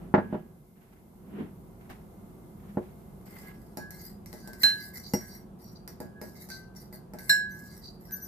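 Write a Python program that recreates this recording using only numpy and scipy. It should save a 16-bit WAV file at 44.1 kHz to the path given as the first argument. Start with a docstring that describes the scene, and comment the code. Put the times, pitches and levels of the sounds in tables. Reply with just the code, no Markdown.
"""A mug knocks and slides on a wooden table; then a steel fork ticks, scrapes and squeaks in soft food. Twice
the fork strikes the wall and the mug rings. A small kitchen rumbles and hums behind, over a faint hiss. Table,
mug and tines are sums of fading sine waves; the table also has a burst of noise. Rubbing is noise shaped by the
fork's resonances, squeaks are wavering tones, and a short echo adds the room."""
import sys
import numpy as np
from scipy import signal
from scipy.fft import rfft, irfft, next_fast_len
from scipy.io import wavfile
from scipy.ndimage import uniform_filter1d, map_coordinates

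SR = 44100
rng = np.random.default_rng(int(sys.argv[2]) if len(sys.argv) > 2 else 0)


def file_out(sig):
    """Save sig as 16-bit WAV at sys.argv[1]."""
    # one column per channel
    cols = np.atleast_2d(sig).T
    # limit, then scale
    lim = np.clip(cols, -1, 1)
    pcm = np.round(lim * 32767).astype(np.int16)
    wavfile.write(sys.argv[1], SR, pcm)


N = 364707
T = np.arange(N) / SR  # seconds since the start
AGE = T[:SR]  # seconds since one event began

# the mug's ringing modes, split into pairs by its handle:
# (frequency [Hz], relative level [dB], time to fade by 60 dB [s], left-right level [dB], left-right phase [rad])
MUG_MODES = [(1550, -11, .6, 4, .7), (1668, 0, .52, -5, 1.3), (3958, -10, .17, 3, 2.1),
             (4091, 0, .33, -5, 1.4), (4151, -5, .12, -5, 1.4), (5396, -1, .25, 2, 1),
             (7003, -22, .22, 0, 1), (7569, -3, .25, 5, 1), (7800, -5, .18, 2, 1), (8700, -22, .2, 0, 1),
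             (9895, -20, .16, 0, 1), (11795, -16, .15, 0, 1), (12230, -19, .17, 0, 1),
             (13190, -24, .2, 0, 1)]
# resonances of the hand-held fork on glaze: (frequency [Hz], width [Hz], relative level [dB])
FORK_RESONANCES = [(2080, 74, -4.5), (4120, 830, -34.5), (4550, 250, -16.5), (4985, 170, 3),
                   (5620, 70, 7.5), (6750, 170, -1.5), (7130, 180, -4.5), (7880, 140, 1), (8530, 160, 3),
                   (9700, 240, 3), (10570, 260, 2), (11190, 170, 3.5), (12060, 140, 17), (12800, 620, 8),
                   (14100, 2100, 2.5)]
# the force of steel on glaze: (frequency [Hz], relative level [dB])
GLAZE_FORCE = [(1000, 2.5), (2100, 8.5), (2550, -9), (3400, -16), (4100, -1), (15000, -11)]


def knocks():
    """The mug's foot lands, rocks and settles on the table; its wall rings faintly."""
    # the foot strikes the table: (time [s], level [dB], contact brightness [Hz])
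    landings = [(0.14, -4, 1340), (0.18, -12.5, 1200), (.327, -18.5, 645), (.345, -17.5, 650),
                (2.7714, -12.5, 560), (5.137, -10, 422)]
    out = np.zeros((2, N))
    for s, db, bright_hz in landings:
        # a softer contact wakes less of the high ringing
        wall = mug(lambda hz: -25 - 50 * np.log10(1 + (hz / bright_hz) ** 2 / 2), held=.05)
        add(out, s, amp(db) * (thump(bright_hz) + wall))
    return out


def thump(bright_hz):
    """The table's answer to a blow; a soft contact leaves out the high modes, and little deep bass radiates."""
    # the table top's modes: (frequency [Hz], relative level [dB], time to fade by 60 dB [s])
    table_modes = [(99, -16.5, .22), (160.4, -25, 0.28), (206, -2.5, 0.1), (253.7, -8.5, 0.088),
                   (279.7, -10.5, 0.13), (360.2, -9, 0.18), (493, -9.5, 0.059), (615.6, -11.5, 0.15),
                   (807, -11.5, 0.022), (845, -5.5, 0.051), (925, -15, 0.045), (1344, -15.5, 0.091),
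                   (1435, -16.5, 0.11), (1757, -10.5, .05), (2143, -29, .06), (2860, -22.5, .06)]
    # its dense rattle: (frequency [Hz], relative level [dB])
    rattle_spectrum = [(30, -24.5), (80, -38), (170, -20.5), (400, 1), (900, -3), (1200, -9), (1900, -7),
                       (3000, -18.5), (6000, -23.5), (15000, -35.5)]
    rattle = rush(rattle_spectrum, size=SR) * fade(.12) * (1 - fade(.02))
    wood = amp(-6) * ring(table_modes) + amp(-9) * rattle
    soft = signal.butter(2, np.clip(bright_hz, 200, SR / 3), fs=SR, output="sos")
    radiated = signal.butter(2, 130, "highpass", fs=SR, output="sos")
    return panned(signal.sosfilt(np.vstack([soft, radiated]), wood), pan_db=-1.5)


def mug(level_db, held):
    """The wall rings with level_db(Hz); after held seconds the high modes are choked."""
    out = np.zeros((2, SR))
    choke = amp(-350 * np.maximum(AGE - held, 0))  # 350 dB a second
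    for hz, db, t60, pan_db, turn in MUG_MODES:
        waves = np.sin(2 * np.pi * hz * AGE + np.array([[turn], [-turn]]) / 2)
        mode = panned(waves, pan_db) * amp(db + level_db(hz)) * fade(t60)
        is_high = hz > 2 * MUG_MODES[0][0]
        out += mode * (choke if is_high else 1)
    flutter = amp(0.54 * wobble(50, size=SR))
    return out * flutter * (1 - fade(.015))


def low_pair(levels_db, rise):
    """The mug's two lowest modes swell for rise seconds, then ring out."""
    out = np.zeros((2, SR))
    for db, (hz, _, t60, pan_db, turn) in zip(levels_db, MUG_MODES):
        decay = np.exp(-np.log(1000) * np.maximum(AGE - rise, 0) / t60)
        swell = np.minimum(AGE / rise, 1) * decay
        phase = 2 * np.pi * (hz * AGE + rng.random()) + np.array([[turn], [-turn]]) / 2
        out += panned(amp(db) * swell * np.sin(phase), pan_db / 2)  # half of the table's left-right level
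    return out


def taps():
    """Blows of the fork: ticks and table thumps, and apart from them the ringing of mug and tines."""
    # the tines touch the table once, then keep meeting the mug's bottom:
    # (time [s], tick level [dB], table thump level [dB])
    touches = [(1.899, -54.5, -57), (3.212, -66, -59), (3.772, -38.5, -26), (3.907, -42.5, -46),
               (4.26, -46.5, -54), (4.329, -44, -33), (4.475, -44.5, -35), (4.533, -45.5, -62),
               (5.1361, -31.5, -30), (5.877, -40.5, -40.5), (6.003, -44, -27), (6.215, -44, -29.5),
               (6.489, -50, -41), (6.502, -42, -60), (6.751, -60, -54), (6.927, -55, -38.5),
               (7.136, -49, -32), (7.187, -44.5, -44), (8.110, -50, -48)]
    # the fork strikes the wall: (time [s], level of the second tick [dB], table thump level [dB],
    # lowest pair [dB], main 4 kHz mode [dB], its neighbours [dB], higher modes [dB], time until choked [s])
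    strikes = [(4.6333, -33, -30, -22.5, -11, -18, -37, 0.1),
               (7.2943, -31, -37.5, -15.5, -28, -8, -24, 0.15)]
    # the tines' modes: (frequency [Hz], relative level [dB], time to fade by 60 dB [s])
    tine_modes = [(2040, -7, .08), (2800, -12, .05), (5400, -8, .15), (5652, 0, .18), (11260, -17, .08),
                  (11780, -2, .08), (12590, -13, .12), (13690, -20, .2)]
    # the push on the table also wakes the mug's two lowest modes: (lower [dB], upper [dB]) against the thump
    below_thump_db = (-34, -28.5)
    hard_tick_db, hard_ring_db = -31, -26.5  # a hard tick and the tines' ring after it
    growth = 3  # dB of ring per dB of tick

    blows, ringing = np.zeros((2, 2, N))
    for s, tick_db, thump_db in touches:
        add(blows, s, amp(tick_db) * tick())
        add(blows, s, amp(thump_db) * thump(bright_hz=764))
        tine_db = hard_ring_db + growth * (tick_db - hard_tick_db)
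        add(ringing, s, amp(tine_db) * ring(tine_modes) * (1 - fade(0.021)))
        add(ringing, s, amp(thump_db) * low_pair(below_thump_db, rise=0.02))
    for s, tick_db, thump_db, low_db, main_db, near_db, high_db, held in strikes:
        crack_db = -0.5  # against the thump
        add(blows, s, amp(thump_db) * (thump(bright_hz=2500) + amp(crack_db) * crack()))
        add(blows, s, amp(tick_db + 6.5) * tick())
        add(blows, s + 0.0042, amp(tick_db) * tick())  # the next tine lands
        # the spot that is struck decides which modes answer
        shares = [(1668, low_db), (3958, near_db), (4091, main_db), (4151, near_db), (5396, high_db)]
        add(ringing, s + 0.0012, mug(lambda hz: along(shares, hz), held))
    return blows, ringing


def tick():
    """Steel meets glaze: a sharp crack and a short chatter of the tines."""
    envelope = (fade(0.0067) + amp(-3) * fade(0.028))[:SR // 4]
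    burst = rng.standard_normal((2, SR // 4)) * envelope
    direct = filtered(burst, lambda hz: amp(along(GLAZE_FORCE, hz)))
    sound = steel(burst, FORK_RESONANCES, scatter_db=1.5, shift=0.018) + amp(-7.5) * direct
    return sound / np.std(sound[:, :SR // 200])  # the first 5 ms set the level


def crack():
    """A hard blow on the stiff wall starts with a short, dry crack."""
    # the wall's first answer: (frequency [Hz], width [Hz], relative level [dB])
    wall_resonances = [(2240, 350, -1), (2820, 260, -2), (6640, 710, -7), (10560, 500, -2)]
    sound = resonate(rng.standard_normal((2, SR)) * fade(0.027), wall_resonances)
    return sound / np.std(sound[:, :SR // 200])  # the first 5 ms set the level


def stirring():
    """Strokes rub the tines over the glaze with steadily changing pressure and end in a swell of grinding."""
    # the tines drag over the bottom and grind as they near the wall:
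    # (start [s], length [s], rub level [dB], growth of the rub [dB], grind level [dB])
    drags = [(3.254, 0.22, -55.5, 5, -78), (3.534, 0.19, -66.5, 0, -88), (3.91, 0.16, -52, 13, -62),
             (4.269, 0.2, -60, 5, -64), (4.575, 0.048, -48.5, 23, -73), (4.673, 0.19, -51, 6.5, -52.5),
             (4.931, 0.04, -49, 13.5, -63), (5.028, 0.072, -55, 6, -48), (5.204, 0.17, -53, -2.5, -57),
             (5.587, .14, -61, -6.5, -65), (5.749, 0.032, -73, 0, -54.5), (6.209, 0.12, -55.5, -6, -75),
             (6.349, 0.079, -54, 13.5, -68), (6.487, 0.1, -51.5, -11, -46), (6.754, 0.061, -54, 8.5, -68),
             (6.925, 0.035, -51, -12, -63), (7.188, 0.17, -52, 3, -77), (7.489, 0.28, -56.5, 4, -60),
             (7.782, 0.13, -62, 3, -49.5), (7.999, 0.52, -56.5, 6.5, -71.5)]
    # tines pressed hard: (frequency [Hz], width [Hz], relative level [dB])
    pressed_resonances = [(4100, 170, -7.5), (4630, 170, 2.5), (5840, 200, -5.5), (7100, 250, -18)]
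    attack_s, release_db_per_s = .024, 290  # the tines bite, then leave the glaze
    grind_s = .1  # longest grinding at the end of a stroke
    catch_db, patchy_db = 3.5, 5  # how unevenly a tine catches, how much its colour shifts

    out, t = np.zeros((2, N)), AGE[:SR // 2]
    for start, length, rub_db, growth_db, grind_db in drags:
        progress = np.minimum(t / length, 1)
        envelope = gesture(length, attack_s, release_db_per_s)[:len(t)]
        pressure = amp(rub_db + growth_db * (progress - .5)) * envelope
        # two tines catch and let go, each with its own colour
        tines = 0
        for _ in range(2):
            catching = amp(catch_db * np.tanh(wobble(50, size=len(t))))
            slips = friction(rate=700, spread_db=4, smooth=.7)
            tines = tines + catching * steel(slips, FORK_RESONANCES, scatter_db=3, shift=.02)
        add(out, start, pressure * unit(patchy(tines, patchy_db)))

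        pressed = min(grind_s, length)
        swell = np.sin(np.pi * np.minimum(t / pressed, 1))
        rough = resonate(friction(rate=900, spread_db=3, smooth=.7), [(4550, 1500, 0)])
        chatter = steel(rough, pressed_resonances, scatter_db=2.5, shift=.01)
        add(out, start + length - pressed, amp(grind_db) * swell * unit(chatter))
    return out


def friction(rate, spread_db, smooth):
    """Half a second of tiny slips of uneven size, about rate a second, over a smooth rub."""
    chance = rng.random(SR // 2)
    sizes, *noise = rng.standard_normal((5, SR // 2))
    slips = (chance < rate / SR) * amp(spread_db * np.clip(sizes, -2, 2))
    return unit(unit(slips * noise[:2]) + smooth * np.array(noise[2:]))


def steel(x, peaks, scatter_db, shift):
    """Friction through the fork, whose resonances change a little with each grip and angle."""
    moved = []
    for hz, width, db in peaks:
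        moved.append((hz * (1 + shift * rng.normal()), width, db + scatter_db * rng.normal()))
    return filtered(resonate(x, moved), lambda hz: amp(along(GLAZE_FORCE, hz)))


def patchy(x, depth_db):
    """Narrow resonances come and go as the contact point moves."""
    z = signal.stft(x, nperseg=512)[2]
    # random gains, smoothed over frequency and then over time
    field = uniform_filter1d(rng.standard_normal(z.shape[1:]), size=3, axis=0)
    field = uniform_filter1d(field, size=8, axis=1)
    return signal.istft(z * amp(depth_db * unit(field)), nperseg=512)[1][:, :x.shape[-1]]


def singing():
    """Rubbed near a node (still point) of one mode, the wall swells in the other."""
    # a tine brushes the wall: (time [s], rise [s], lower mode level [dB], upper mode level [dB])
    brushes = [(3.412, 0.066, -65, -55), (3.781, .05, -55, -43), (4.416, 0.089, -49.5, -53.5),
               (5.211, 0.013, -57, -51), (6.145, 0.03, -63, -53.5), (6.496, 0.021, -42, -67),
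               (6.928, .02, -64.5, -79.5), (7.16, .04, -50.5, -51.5), (7.59, 0.031, -53.5, -47),
               (8.079, 0.057, -49, -49)]
    out = np.zeros((2, N))
    for s, rise, *levels_db in brushes:
        add(out, s, low_pair(levels_db, rise))
    return out


def squeaks():
    """A tine sticking and slipping fast on the glaze gives a wavering whistle with its octave; some of these
    tones are the tines ringing near 5.65 kHz."""
    # (time [s], length [s], level [dB], pitch [Hz], octave against the pitch [dB])
    whistles = [(4.947, 0.071, -54, 5810, -17), (5.279, 0.11, -55.5, 5652, -17.5),
                (5.607, .13, -62.5, 5650, -20), (7.508, .029, -53.5, 6050, 0.5),
                (8.117, 0.04, -43, 6026, 12.5), (8.213, 0.051, -47.5, 5990, 9)]
    out = np.zeros((2, N))
    for s, length, db, hz, octave_db in whistles:
        wavering_hz = hz * (1 + 0.0041 * wobble(224, size=SR))
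        phase = 2 * np.pi * np.cumsum(wavering_hz) / SR
        swell = np.sin(np.pi * np.minimum(AGE / length, 1))
        tone = np.sin(phase) + amp(octave_db) * np.sin(2 * phase)
        add(out, s, panned(amp(db) * swell * tone, pan_db=3))
    return out


def handling():
    """The mug gathers speed, judders over the wood and stops; fingers and fork rustle lightly."""
    # the mug is pushed over the wood: (time of the fastest moment [s], run-up [s], level [dB])
    pushes = [(.04, 0.36, -44.5), (.25, 0.1, -42), (0.339, 0.052, -35), (1.403, 0.16, -32)]
    # fingers at the handle, the fork sliding off the table, then sinking into the food:
    # (start [s], length [s], level [dB])
    light_touches = [(0.756, 0.22, -65), (1.808, 0.064, -61), (1.892, 0.023, -49.5), (2.598, 0.29, -62.5),
                     (3.262, 0.23, -56)]
    # sound of the sliding foot: (frequency [Hz], relative level [dB])
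    foot_spectrum = [(35, -63), (70, -19), (130, -14), (195, 4), (300, -9.5), (380, -5), (480, -21),
                     (1500, -29.5), (3000, -37), (5000, -57.5), (10000, -68)]
    # sound of the rustles: (frequency [Hz], relative level [dB])
    rustle_spectrum = [(300, 7), (900, 3), (2000, 1), (3200, -8), (4000, -12.5), (5500, -16.5), (8000, -19),
                       (15000, -15)]
    run_up_db, stop_db_per_s = 24.5, 174  # gain over the run-up, then the foot comes to rest

    speed = 0
    for s, run_up, db in pushes:
        before = run_up_db * np.maximum(s - T, 0) / run_up
        after = stop_db_per_s * np.maximum(T - s, 0)
        speed = speed + amp(db - before - after)
    touch = np.zeros((1, N))
    for s, length, db in light_touches:
        add(touch, s, amp(db) * gesture(length, attack=0.0087, release_db_per_s=181))
    drag = speed * unit(rush(foot_spectrum) * amp(0.67 * wobble(46)))
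    rustle = touch * unit(rush(rustle_spectrum) * amp(2.9 * wobble(90)))
    return panned(drag + rustle, pan_db=-1.0)


def kitchen():
    """Ventilation rumble (noise) and an appliance's unsteady hum (sine waves), over a smooth hiss."""
    # rumble colour: (frequency [Hz], relative level [dB])
    rumble_spectrum = [(15, -57), (25, -35.5), (43, -8), (127, -6.5), (199, -0.5), (275, -14), (358, -12),
                       (610, -22), (679, -18.5), (1360, -30), (2080, -43), (2640, -44), (5560, -50.5),
                       (11700, -45.5), (14500, -50.5)]
    # the rumble dips briefly: (time [s], level [dB])
    rumble_level = [(0, -45), (.25, -47.5), (.75, -57.5), (1.3, -50), (2.2, -48), (8.27, -49)]
    # hum tones before the 2.5 dB cut and the wobble: (frequency [Hz], level [dB])
    hum_tones = [(48.4, -60), (199.2, -69), (366.1, -59)]
    # hiss colour, with a faint narrow band near 2 kHz: (frequency [Hz], relative level [dB])
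    hiss_spectrum = [(1000, -22.5), (1900, -20.5), (2080, 6), (2300, -11.5), (6000, -9.5), (9500, -7),
                     (12000, 1), (14500, -4.5)]
    # the hiss over time: (time [s], level [dB])
    hiss_level = [(0, -69.5), (3, -65), (5.5, -79.5), (8.27, -79.5)]

    hum = 0
    for hz, db in hum_tones:
        strength = amp(db - 2.5 + 1.7 * wobble(5.5))
        hum = hum + strength * np.sin(2 * np.pi * hz * T + 0.57 * wobble(3))
    level = gain_curve(rumble_level)
    low_sounds = level * rush(rumble_spectrum) + unit(level) * hum  # the hum dips with the rumble
    return panned(low_sounds, pan_db=-0.85) + gain_curve(hiss_level) * rush(hiss_spectrum)


def walls(x):
    """The small room's answer: a noise tail in which each frequency dies at its own speed."""
    # (frequency [Hz], time to fade by 60 dB [s])
    room_decay = [(150, 0.28), (1000, 0.28), (4000, 0.35), (14000, 0.19)]
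    hz, t, z = signal.stft(rng.standard_normal((2, SR // 2)), SR, nperseg=256)
    decay = np.exp(-np.log(1000) * t / along(room_decay, hz)[:, None])
    tail = signal.istft(z * decay, SR, nperseg=256)[1]
    tail = np.pad(tail, ((0, 0), (SR // 200, 0)))  # the echo starts 5 ms late
    return signal.fftconvolve(x, tail / np.linalg.norm(tail[0]), axes=1)[:, :N]


def rush(spectrum, size=N):
    """Coloured stereo noise of rms 1, whose left-right likeness changes with frequency."""
    # (frequency [Hz], left-right likeness [-1 to 1])
    likeness = [(60, 0.64), (180, 0.99), (550, 0.38), (1650, -0.095), (4970, 0.042), (15000, 0.051)]

    def mid_and_side(hz):
        turn = np.arccos(np.clip(along(likeness, hz), -1, 1)) / 2
        return amp(along(spectrum, hz)) * [np.cos(turn), np.sin(turn)]

    mid, side = filtered(rng.standard_normal((2, size)), mid_and_side)
    return unit(np.array([mid + side, mid - side]))


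def ring(modes):
    """Damped modes, at slightly new strengths for each blow."""
    out = 0
    for hz, db, t60 in modes:
        out = out + amp(db + rng.normal()) * fade(t60) * np.sin(2 * np.pi * hz * AGE)
    return out


def resonate(x, peaks):
    """x through resonances given as (frequency [Hz], width [Hz], level [dB])."""
    def response(f):
        return sum(amp(db) * 1j * f * w / (c * c - f * f + 1j * f * w) for c, w, db in peaks)

    return filtered(x, response)


def filtered(x, response):
    """x times a complex response of frequency."""
    size = next_fast_len(x.shape[-1] + SR // 10)
    spectrum = rfft(x, size) * response(np.fft.rfftfreq(size, 1 / SR))
    return irfft(spectrum, size)[..., :x.shape[-1]]


def gesture(length, attack, release_db_per_s):
    """One second of envelope: a quick attack, a hold until length seconds, a steady release."""
    return (1 - fade(attack)) * amp(-abs(release_db_per_s) * np.maximum(AGE - length, 0))


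def fade(t60):
    """A decay of 60 dB in t60 seconds."""
    return np.exp(-np.log(1000) * AGE / t60)


def wobble(rate, size=N):
    """A smooth random curve, with rate random points a second."""
    points = rng.standard_normal(int(size * rate / SR) + 4)
    return map_coordinates(points, [T[:size] * rate])


def gain_curve(rows):
    """A gain per sample from (time [s], level [dB]) rows."""
    return amp(np.interp(T, *np.transpose(rows)))


def along(points, hz):
    """Values read between (frequency [Hz], value) points on a log axis."""
    f, v = np.transpose(points)
    return np.interp(np.log(hz + 1), np.log(f + 1), v)


def amp(db):
    """Decibels to gain."""
    return 10 ** (np.asarray(db) / 20)


def unit(x):
    """Scaled to rms 1."""
    return x / np.sqrt(np.mean(x ** 2) + 1e-20)


def panned(x, pan_db):
    """Louder on the left than on the right by pan_db."""
    return x * amp([[pan_db / 2], [-pan_db / 2]])


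def add(track, s, sound):
    """Mix a sound in at time s."""
    part = track[:, max(round(s * SR), 0):][:, :sound.shape[-1]]
    part += sound[..., :part.shape[1]]


def scene():
    """Mug, fork and table with their echo in the room, over the kitchen."""
    blows, ringing = taps()
    table, whistle, scrape = knocks(), squeaks(), stirring()
    ringing = ringing + singing()
    # each sound reaches the walls with its own strength
    to_walls = amp(-17.0) * table + amp(-1.5) * blows + amp(-18.0) * ringing
    to_walls = to_walls + amp(-5) * whistle + amp(-7.5) * scrape
    return table + blows + ringing + whistle + scrape + walls(to_walls) + handling() + kitchen()


def record(dry):
    """A very steep filter removes the treble above its band limit."""
    top_hz = 14700
    return filtered(dry, lambda hz: 1 / np.sqrt(1 + (hz / top_hz) ** 240))


dry = scene()
out = record(dry)
file_out(out)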